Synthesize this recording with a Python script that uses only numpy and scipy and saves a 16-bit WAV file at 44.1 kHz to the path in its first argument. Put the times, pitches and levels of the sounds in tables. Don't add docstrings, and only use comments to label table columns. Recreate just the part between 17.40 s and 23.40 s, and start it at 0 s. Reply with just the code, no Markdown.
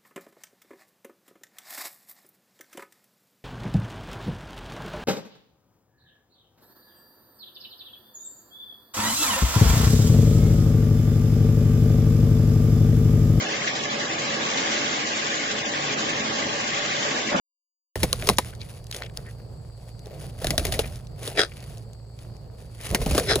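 import sys
import numpy as np
from scipy import signal
from scipy.fft import rfft, irfft, next_fast_len
from scipy.io import wavfile
from scipy.ndimage import uniform_filter1d, map_coordinates

SR = 44100
rng = np.random.default_rng(int(sys.argv[2]) if len(sys.argv) > 2 else 0)


def master(y):
    cut = np.clip(np.atleast_2d(y).T, -1, 1)
    pcm = np.round(cut * 32767)
    wavfile.write(sys.argv[1], SR, pcm.astype(np.int16))


N = 264600
TIME = np.arange(N) / SR
CENTRE, SIDES = np.array([[1], [0]]), np.array([[.5], [-.5]])

# f/Hz, level/dB
RUMBLE_COLOUR = [(20, -21), (35, 0.5), (52, -4.5), (90, 1.5), (135, 4.5), (180, -7), (280, -17),
                 (480, -13.5), (680, -19.5), (1200, -29.5), (3000, -51), (7000, -57.5), (15000, -52)]
TRUNK_COLOUR = [(150, -31), (420, 3), (700, -1), (1200, -22), (3000, -23), (9000, -29)]
FEATHER_COLOUR = [(300, 12), (700, 5.5), (950, 6), (2000, 8.5), (4500, 6.5), (7000, 3), (10000, 9),
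                  (14000, -2.5), (15200, 2), (16300, -24)]
RASP_EQ = [(100, -3), (250, -6), (330, 1), (680, 0.5), (1020, -9.5), (1300, 1.5), (2300, -0.5), (2900, 2.5),
           (3300, -0.5), (9500, -1.5), (11500, -3), (14000, -2.5)]
AIR_COLOUR = [(20, -11), (45, 4.5), (85, 4), (170, -5), (260, -15), (500, -43.5)]
SWISH_COLOUR = [(120, -13), (250, 4.5), (450, 6), (660, 8.5), (820, -5.5), (1200, -9), (2000, -20.5)]
CRACK_COLOUR = [(300, -6.5), (700, -19), (1000, -11), (1400, -1.5), (2000, -2.5), (4000, 3.5), (7000, -2),
                (10000, 1.5), (14000, -7.5), (16500, -12.5)]

# f/Hz, level/dB
ENGINE_TONES = [(57.5, -48), (114, -45)]
# f/Hz, width/Hz, level/dB
INSECT_BANDS = [(4570, 590, -64), (7720, 550, -69)]
# middle t/s, half length/s, grating level/dB, trunk level/dB, f/Hz
BARK_SCUFFS = [(0.837, 0.013, -42, -40.5, 1950), (0.974, 0.006, -36, -60, 6000),
               (1.134, 0.0083, -49, -67, 1550), (1.216, 0.014, -42, -74, 3900),
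               (1.561, 0.024, -56, -42.5, 1830), (1.603, 0.019, -54, -40.5, 1870),
               (1.644, 0.031, -50, -45, 2300), (1.788, 0.0082, -52, -43, 1500),
               (1.881, 0.023, -54, -60, 1800), (1.997, 0.012, -60, -46, 1490),
               (2.717, 0.07, -65.5, -44, 2070), (2.832, 0.081, -77, -47, 2200),
               (3.024, 0.0052, -46, -28.5, 1410), (3.446, 0.016, -39.5, -41, 2040),
               (3.898, 0.091, -54, -41, 2400), (4.123, 0.0063, -40.5, -46, 2290),
               (4.212, 0.036, -56, -48.5, 2380), (4.307, 0.0083, -72, -44.5, 2200),
               (3.962, 0.0081, -36, -33.5, 2200), (3.981, 0.0077, -27.5, -27, 2100),
               (5.407, 0.011, -48, -50, 2100), (5.445, 0.017, -43.5, -51, 2240),
               (5.483, 0.016, -43.5, -46, 2300)]
# middle t/s, half length/s, level/dB, f/Hz, glide/(Hz/s)
CLAW_SKIDS = [(1.136, .008, -53, 1406, 0.5), (1.222, 0.014, -48, 2380, -6000),
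              (1.879, 0.019, -48.5, 1873, 5000)]
# t/s, level/dB, f/Hz, extra gain of the tick/dB
CLAW_SNAGS = [(0.8232, -18.5, 1900, -13), (1.1507, -37, 5200, -1), (1.442, -41, 5870, 3),
              (1.468, -36, 4580, -1), (1.5125, -20, 4000, 0), (1.526, -21.5, 3300, -15),
              (1.531, -28, 3430, -12), (1.546, -21, 2870, -1), (1.564, -25, 4400, -3.5),
              (1.5662, -25.5, 6550, -3), (1.588, -34, 1860, -9), (1.6207, -19, 1500, -20),
              (1.622, -26, 3480, -18), (1.6303, -29, 1900, -18), (1.635, -27, 3000, -18.5),
              (1.64, -37, 1790, -15), (1.648, -36, 3130, -14), (1.6622, -31.5, 2790, -18),
              (1.665, -33, 2300, -18), (1.697, -36, 1900, -14), (1.7725, -20.5, 4700, 0),
              (2.593, -42.5, 4370, 2.5), (2.658, -34.5, 4100, -3), (3.5579, -34.5, 6030, -2),
              (3.67, -37, 3740, -16), (4.2045, -37, 4350, -5), (4.24, -37, 2680, 1), (4.373, -40, 4030, 3),
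              (4.381, -40, 6000, 0), (4.5326, -39, 6030, -1), (4.7895, -38, 3200, -4),
              (4.9665, -43.5, 4540, -2)]
# start t/s, end t/s, level/dB
PLUMAGE_SHUFFLES = [(0.954, 1.385, -54), (1.535, 1.58, -48), (1.777, 1.914, -57.5), (2.43, 2.99, -64.5),
                    (2.822, 2.85, -56), (3.51, 3.525, -52), (3.822, 4.342, -53), (3.866, 3.891, -43),
                    (4.775, 4.97, -71), (5.203, 5.376, -62), (5.445, 5.52, -44)]
# t/s, rise/s, fall/s, level/dB, slips/(1/s), left minus right/dB,
# pitch factor, hollow tone level/dB, its glide/(Hz/s), t/s at which a resonance sinks
FEATHER_RASPS = [(3.997, 0.016, 0.036, -23, 230, 0.5, 1, -29, 500, 4.0),
                 (5.912, 0.024, 0.025, -19, 340, 0.5, 1.03, -24, 700, 5.897)]
# base f/Hz, base width/Hz, level/dB
RASP_RESONANCES = [(427, 220, 2), (610, 230, -2.5), (1490, 220, -1.5), (1980, 610, -6), (3330, 110, 2),
                   (3900, 270, 1), (4950, 260, 1.5), (5910, 280, -9.5), (7130, 270, -12.5), (8870, 510, -9),
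                   (14000, 1500, -27)]
# t/s, level/dB
RASP_CATCHES = [(3.9745, -20), (3.9831, -21), (3.9866, -18), (3.9929, -10.5), (3.9965, -14),
                (4.0041, -11.5), (4.0165, -12), (4.027, -22), (4.0344, -17), (4.0484, -24.5), (5.9185, -18),
                (5.9263, -20), (5.9333, -19), (5.9415, -27)]
# start t/s, end t/s, air level/dB, swish level/dB, rustle level/dB, hollow f/Hz
FLURRIES = [(0.547, 0.922, -33.5, -45.5, -47.5, 444), (3.024, 3.426, -31, -43, -44, 641),
            (5.53, 6, -35.5, -39.5, -40.5, 432)]
# t/s, air level/dB, swish level/dB, hollow tone level/dB, its f/Hz
HEAVY_STROKES = [(.645, -24, -39.5, -37, 478.6), (0.84, -37.5, -36, -39, 388),
                 (0.913, -28.5, -35, -29.5, 189), (3.112, -25.5, -41, -42, 780), (3.14, -34, -36, -34, 649),
                 (3.218, -36.5, -42.5, -33.5, 310), (3.291, -33, -38.5, -33.5, 370),
                 (3.356, -41, -39, -35, 570), (5.532, -24.5, -31.5, -41, 560),
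                 (5.622, -25, -32.5, -45, 512), (5.684, -26.5, -34.5, -34, 247), (5.72, -20, -38, -31, 240),
                 (5.745, -38, -35.5, -30, 581), (5.79, -37.5, -29.5, -28, 620), (5.77, -28, -37, -32, 200),
                 (5.816, -41.5, -35.5, -28, 487), (5.985, -31, -35, -33.5, 530)]
# t/s, crack level/dB, thump level/dB, thump f/Hz, crack fade time/s,
# quill f/Hz, extra gain of the snap/dB, slap level/dB, slap f/Hz
WING_CLAPS = [(0.5545, -20.5, -17, 400, 0.0055, 1970, 20, -24.5, 890),
              (0.6313, -12, -18, 330, 0.028, 2200, 0.5, -22, 950),
              (0.6376, -25.5, -10, 165, 0.025, 2100, -4, -26, 650),
              (0.7288, -16.5, -23, 526, 0.0076, 4000, 9.5, -22.5, 1190),
              (0.8718, -19, -16, 430, 0.02, 5100, 0, -31.5, 700),
              (0.889, -10, -11, 430, 0.013, 2150, 6, -9.5, 1080),
              (0.8966, -20, -13, 210, 0.03, 4100, 8.5, -11, 860),
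              (0.984, -9.5, -13.5, 560, 0.021, 2000, 0.5, -9.5, 940),
              (3.044, -22.5, -17.5, 636, 0.022, 1870, 3, -30, 1700),
              (3.0691, -21, -24, 325, 0.026, 3880, 3.5, -28, 1600),
              (3.1054, -15.5, -22, 312, 0.026, 2120, -2, -33, 1590),
              (3.179, -14, -17.5, 655, 0.028, 4200, 3.5, -23, 1900),
              (3.1932, -25.5, -25.5, 576, 0.042, 2480, -6, -31, 1400),
              (3.2512, -18, -21.5, 467, 0.024, 2360, -1, -31, 900),
              (3.2673, -26.5, -32.5, 400, 0.03, 2300, 0.5, -43, 900),
              (3.3223, -19.5, -26, 692, 0.039, 2940, 0, -34, 1300),
              (3.338, -26, -26.5, 585, 0.094, 2030, -2, -40, 900),
              (3.391, -16, -12, 463, 0.0383, 2720, -3, -25, 870),
              (3.8756, -27, -26.5, 420, 0.035, 3480, 0, -40, 900),
              (5.5468, -13.5, -15, 216, 0.033, 2100, 1.5, -18.5, 900),
              (5.5535, -25.5, -25, 400, 0.022, 1840, -0.5, -22, 1820),
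              (5.6143, -31.5, -28, 348, 0.13, 2300, -10, -30, 950),
              (5.6612, -27, -20, 248, 0.02, 2640, 2.5, -28, 780),
              (5.665, -36, -15, 180, 0.02, 2500, -4, -40, 650),
              (5.71, -25, -26, 580, 0.068, 2420, -5, -26.5, 900),
              (5.7485, -23.5, -15.5, 342, 0.046, 2680, -3.5, -23, 750),
              (5.7788, -19, -10.5, 423, 0.076, 1520, 5, -15, 1090),
              (5.797, -20, -23, 580, 0.022, 2020, -0.5, -28, 1600),
              (5.9559, -15.5, -10, 425, 0.025, 3870, 0.5, -24, 1100)]

# f/Hz, likeness (0 unrelated, 1 the same)
NEAR_LIKENESS = [(200, .97), (700, .93), (1500, .75), (3000, .75), (5500, .68), (8000, .92), (14500, .9)]
FAR_LIKENESS = [(150, 0.96), (550, 0.22), (1600, 0.043), (5000, .2)]
RASP_LIKENESS = [(400, 0.97), (5000, 0.39)]
# f/Hz, phase/rad
LEFT_LEAD = [(100, 0), (700, -.3), (1200, .8), (3000, 1.4), (5500, 1.3), (6700, 0), (8350, -3.14),
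             (10100, -6.28), (12150, -9.42), (14000, -12.57), (15800, -15.7)]
# f/Hz, level/dB
LEFT_GAIN = [(60, -1.5), (130, -3.5), (300, 1), (700, 0.5), (1300, 0.5), (2200, 1.5), (4500, 4), (7500, 2),
             (9500, 0)]


def amp(db):
    return 10 ** (np.asarray(db) / 20)


def unit(x):
    return x / np.sqrt(np.mean(x ** 2) + 1e-20)


def along(points, hz):
    f, v = np.transpose(points)
    return np.interp(np.log(hz + 1), np.log(f + 1), v)


def wobble(rate):
    return map_coordinates(rng.standard_normal(int(N * rate / SR) + 4), [TIME * rate])


def white(size=N):
    return rng.standard_normal((2, size))


def gritty(grit_db, rate):
    return white() * amp(grit_db * wobble(rate))


def filtered(x, response):
    n = x.shape[-1]
    padded = next_fast_len(n + 8192)
    return irfft(rfft(x, padded) * response(np.fft.rfftfreq(padded, 1 / SR)), padded)[..., :n]


def coloured(x, colour):
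    return unit(filtered(x, lambda hz: amp(along(colour, hz))))


def resonance(hz, centre, width):
    return 1j * hz * width / (centre ** 2 - hz ** 2 + 1j * hz * width)


def ringing(hz, share, size=N):
    return unit(filtered(white(size), lambda f: resonance(f, hz, share * hz) ** 2))


def gliding(hz, width):
    slow = lambda: filtered(white(len(hz)), lambda f: 1 / (1 + (2 * f / width) ** 4))
    phase = 2 * np.pi * np.cumsum(hz) / SR
    return unit(slow() * np.cos(phase) + slow() * np.sin(phase))


def fluttering(hz, size, waver=0.062, rate=160):
    bend = map_coordinates(rng.standard_normal(256), [np.arange(size) * rate / SR])
    cycles = np.cumsum(hz * (1 + waver * bend)) / SR + rng.random()
    return np.sqrt(2) * np.sin(2 * np.pi * cycles) * CENTRE


def held(start, end, attack_s=0.037, release_s=0.082):
    return np.exp(-np.maximum(start - TIME, 0) / attack_s - np.maximum(TIME - end, 0) / release_s)


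def burst(noise, envelope):
    x = noise * envelope
    return x * np.sqrt(np.sum(envelope ** 2) / (np.sum(x ** 2, axis=-1, keepdims=True) + 1e-20))


def add(track, s, sound):
    part = track[:, round(s * SR):][:, :sound.shape[-1]]
    part += sound[..., :part.shape[-1]]


def spread(pair, likeness):
    turn = lambda hz: np.arccos(np.clip(along(likeness, hz), 0, 1)) / 2
    mid, side = filtered(pair, lambda hz: np.array([np.cos(turn(hz)), np.sin(turn(hz))]))
    return np.array([mid + side, mid - side])


def rumble(level_db=-42, swell_db=1.8):
    return amp(level_db + swell_db * wobble(8)) * spread(coloured(white(), RUMBLE_COLOUR), FAR_LIKENESS)


def engine(waver_db=1.2, drift_hz=1.31):
    out = np.zeros(N)
    for hz, db in ENGINE_TONES:
        level = amp(db + waver_db * wobble(8))
        phase = 2 * np.pi * np.cumsum(hz + drift_hz * wobble(6.4)) / SR
        out += level * np.sqrt(2) * np.sin(phase)
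    return out


def insects(ebb_db=1.2, waver_db=1.5):
    return sum(amp(db + ebb_db * wobble(3.5) + waver_db * wobble(12)) * ringing(hz, width / hz)
               for hz, width, db in INSECT_BANDS)


def ticking(level_db=-70, ticks_per_s=20.0, tick_hz=1150, width_hz=1500):
    beats = np.diff(np.floor(TIME * ticks_per_s), prepend=0)
    beats *= amp(2.5 * rng.standard_normal(N))
    return amp(level_db) * unit(filtered(beats, lambda hz: resonance(hz, tick_hz, width_hz) ** 3))


def nest(level_db=-57, stir_db=3.0):
    stirring = gritty(grit_db=3.0, rate=370) * amp(stir_db * wobble(22))
    return amp(level_db) * coloured(stirring, TRUNK_COLOUR)


def squeaks():
    out, t = np.zeros((2, N)), np.arange(6144) / SR
    t -= t.mean()
    for s, half, db, hz, glide in CLAW_SKIDS:
        note = fluttering(hz + glide * t, len(t), waver=0.087, rate=1300)
        add(out, s + t[0], amp(db) * np.exp(-(t / half) ** 2) * note)
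    return out


def scuffs(grit_db=5.5, grains_per_s=520):
    out, t = np.zeros((2, N)), np.arange(SR // 2) / SR - .25
    for s, half, db, trunk_db, hz in BARK_SCUFFS:
        catches = white(len(t))
        catches *= amp(grit_db * map_coordinates(rng.standard_normal(512), [(t - t[0]) * grains_per_s]))
        grate = amp(db) * unit(filtered(catches, lambda f: resonance(f, hz, 0.69 * hz) ** 2))
        trunk = amp(trunk_db) * coloured(catches, TRUNK_COLOUR)
        add(out, s + t[0], np.exp(-(t / half) ** 2) * (grate + trunk))
    return out


def claws(ring_db=-1, ring_t60=0.0095, tick_t60=0.008):
    out, t = np.zeros((2, N)), np.arange(2048) / SR
    rise = 1 - np.exp(-t / 0.00031)
    for s, db, hz, tick_db in CLAW_SNAGS:
        ring = burst(ringing(hz, share=0.95, size=len(t)), rise * amp(ring_db - 60 * t / ring_t60))
        tick = burst(coloured(white(len(t)), CRACK_COLOUR), rise * amp(tick_db - 60 * t / tick_t60))
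        add(out, s, amp(db) * (ring + tick))
    return out


def rustle(gain_db=4, resting_db=-72.5, spurt_db=2.5, drift_db=3.5):
    moves = [amp(db) * held(start, end) for start, end, _, _, db, _ in FLURRIES]
    moves += [amp(db) * held(start, end, attack_s=0.035, release_s=0.063)
              for start, end, db in PLUMAGE_SHUFFLES]
    motion = np.sqrt(amp(resting_db) ** 2 + sum(move ** 2 for move in moves))
    catches = gritty(grit_db=4, rate=690) * amp(spurt_db * wobble(60) + drift_db * wobble(12))
    return amp(gain_db) * motion * coloured(catches, FEATHER_COLOUR)


def feather_slips(t, rate, jitter=0.23, size_db=2, t60=0.033):
    timing, sizes = rng.standard_normal((96, 2)).T
    times = np.abs(np.arange(96) + jitter * timing) / rate
    slips = np.bincount(np.round(times * SR).astype(int), amp(size_db * sizes), len(t))[:len(t)]
    return unit(signal.fftconvolve(slips, amp(-60 * t / t60))[:len(t)])


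def rasp_response(hz, widen=1.93):
    power = sum(np.abs(amp(db) * resonance(hz, centre, widen * width) ** 2) ** 2
                for centre, width, db in RASP_RESONANCES)
    return amp(along(RASP_EQ, hz)) * np.sqrt(power)


def rasps(catch_t60=0.016, high_hz=2150, low_hz=1546, sink_s=0.014, tone_hz=420, tone_lag_s=0.0055):
    out, t = np.zeros((2, N)), np.arange(8192) / SR
    age = t - t.mean()
    for s, rise, fall, db, rate, pan_db, pitch, tone_db, glide, sink_at in FEATHER_RASPS:
        now = s + age
        swell = np.exp(-np.abs(age / np.where(age < 0, rise, fall)) ** 1.56)
        catches = sum((now >= at) * amp(catch_db - 60 * np.abs(now - at) / catch_t60)
                      for at, catch_db in RASP_CATCHES)
        force = np.hypot(amp(db) * feather_slips(t, rate) * swell, catches)
        grate = filtered(white(len(t)) * force, lambda hz: rasp_response(hz / pitch))
        grate = unit(spread(grate, RASP_LIKENESS)) * np.sqrt(np.mean(force ** 2))
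        early = (1 - np.tanh((now - sink_at) / sink_s)) / 2
        ring = spread(gliding(low_hz + (high_hz - low_hz) * early, width=700), RASP_LIKENESS)
        ring = burst(ring, uniform_filter1d(force, size=32) * amp(-6.5 + 4 * early))
        tone = fluttering(pitch * tone_hz + glide * age, len(t))[0]
        tone *= amp(tone_db) * np.exp(-((age - tone_lag_s) / 0.035) ** 2)
        add(out, now[0], amp(pan_db * SIDES) * (grate + ring) + tone)
    return out


def wingbeats(swish_db=-5, hollow_db=-3, flutter_db=3):
    air = coloured(white(), AIR_COLOUR)
    swish = amp(swish_db) * coloured(gritty(grit_db=-3.0, rate=57), SWISH_COLOUR)
    flutter = unit(amp(flutter_db * wobble(45)))
    out = np.zeros((2, N))
    for start, end, air_db, speed_db, _, hz in FLURRIES:
        hollow = amp(hollow_db) * flutter * ringing(hz, share=0.22)
        out += held(start, end) * (amp(air_db) * air + amp(speed_db) * (swish + hollow))
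    return out


def strokes(swell_half_s=0.0204, tone_half_s=0.009):
    out, t = np.zeros((2, N)), np.arange(6144) / SR
    t -= t.mean()
    swell, brief = np.exp(-(t / swell_half_s) ** 2), np.exp(-(t / tone_half_s) ** 2)
    for s, air_db, swish_db, tone_db, hz in HEAVY_STROKES:
        air = amp(air_db) * burst(coloured(white(len(t)), AIR_COLOUR), swell)
        swish = amp(swish_db) * burst(coloured(white(len(t)), SWISH_COLOUR), swell)
        tone = amp(tone_db) * brief * fluttering(hz, len(t))
        add(out, s + t[0], air + swish + tone)
    return out


def claps(pop_t60=0.0015, snap_t60=0.0048, slap_t60=0.03, thump_t60=0.036, puff_t60=0.047, sag=0.16):
    out, t = np.zeros((2, N)), np.arange(4096) / SR
    rise, air_rise = 1 - np.exp(-t / 0.0012), (1 - np.exp(-t / 0.0017)) ** 2
    pop_age = np.maximum(t - .001, 0)
    bend = 1 + sag * (np.exp(-t / 0.0053) - .5)
    for s, db, thump_db, thump_hz, t60, quill_hz, snap_db, slap_db, slap_hz in WING_CLAPS:
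        crackle = coloured(white(len(t)), CRACK_COLOUR)
        crackle += amp(-5) * ringing(quill_hz, share=0.27, size=len(t))
        snap = amp(snap_db + 4.5 - 60 * np.abs(t - .001) / snap_t60)
        fade = rise * (amp(5 - 60 * t / t60) + amp(-18 - 60 * t / 0.17))
        crack = amp(-6) * burst(crackle, snap + fade)
        pop_fade = (pop_age > 0) * amp(3 + snap_db - 60 * pop_age / pop_t60)
        pop = np.cos(2 * np.pi * quill_hz * pop_age) * pop_fade * CENTRE
        slap = burst(ringing(slap_hz, share=0.3, size=len(t)), rise * amp(slap_db - 60 * t / slap_t60))
        phase = 2 * np.pi * np.cumsum(thump_hz * bend) / SR
        thump = np.sin(phase) * amp(4 - 60 * t / thump_t60) * CENTRE
        puff = burst(coloured(white(len(t)), SWISH_COLOUR), amp(-3 - 60 * t / puff_t60))
        add(out, s, amp(db) * (crack + pop) + slap + amp(thump_db) * air_rise * (thump + puff))
    return out


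def trees(x, echo_db=-24, t60=0.094):
    t = np.arange(16384) / SR
    tail = white(len(t)) * amp(-60 * t / t60)
    return x + amp(echo_db) * signal.fftconvolve(x, tail / np.linalg.norm(tail[0]), axes=1)[:, :N]


def stereo_width(x):
    gain = lambda hz: amp(SIDES * along(LEFT_GAIN, hz))
    return filtered(x, lambda hz: gain(hz) * np.exp(1j * SIDES * along(LEFT_LEAD, hz)))


def scene(start_s=0.556, fade_s=0.003):
    birds = claps() + wingbeats() + strokes() + rustle() + claws() + scuffs() + squeaks() + nest()
    birds = spread(birds, NEAR_LIKENESS) + rasps()
    mix = trees(birds) + rumble() + engine() + insects() + ticking()
    return stereo_width(mix) * np.clip((TIME - start_s) / fade_s, 0, 1)


def record(dry, top_hz=16300):
    return filtered(np.clip(dry, -1, 1), lambda hz: hz < top_hz)


dry = scene()
out = record(dry)
master(out)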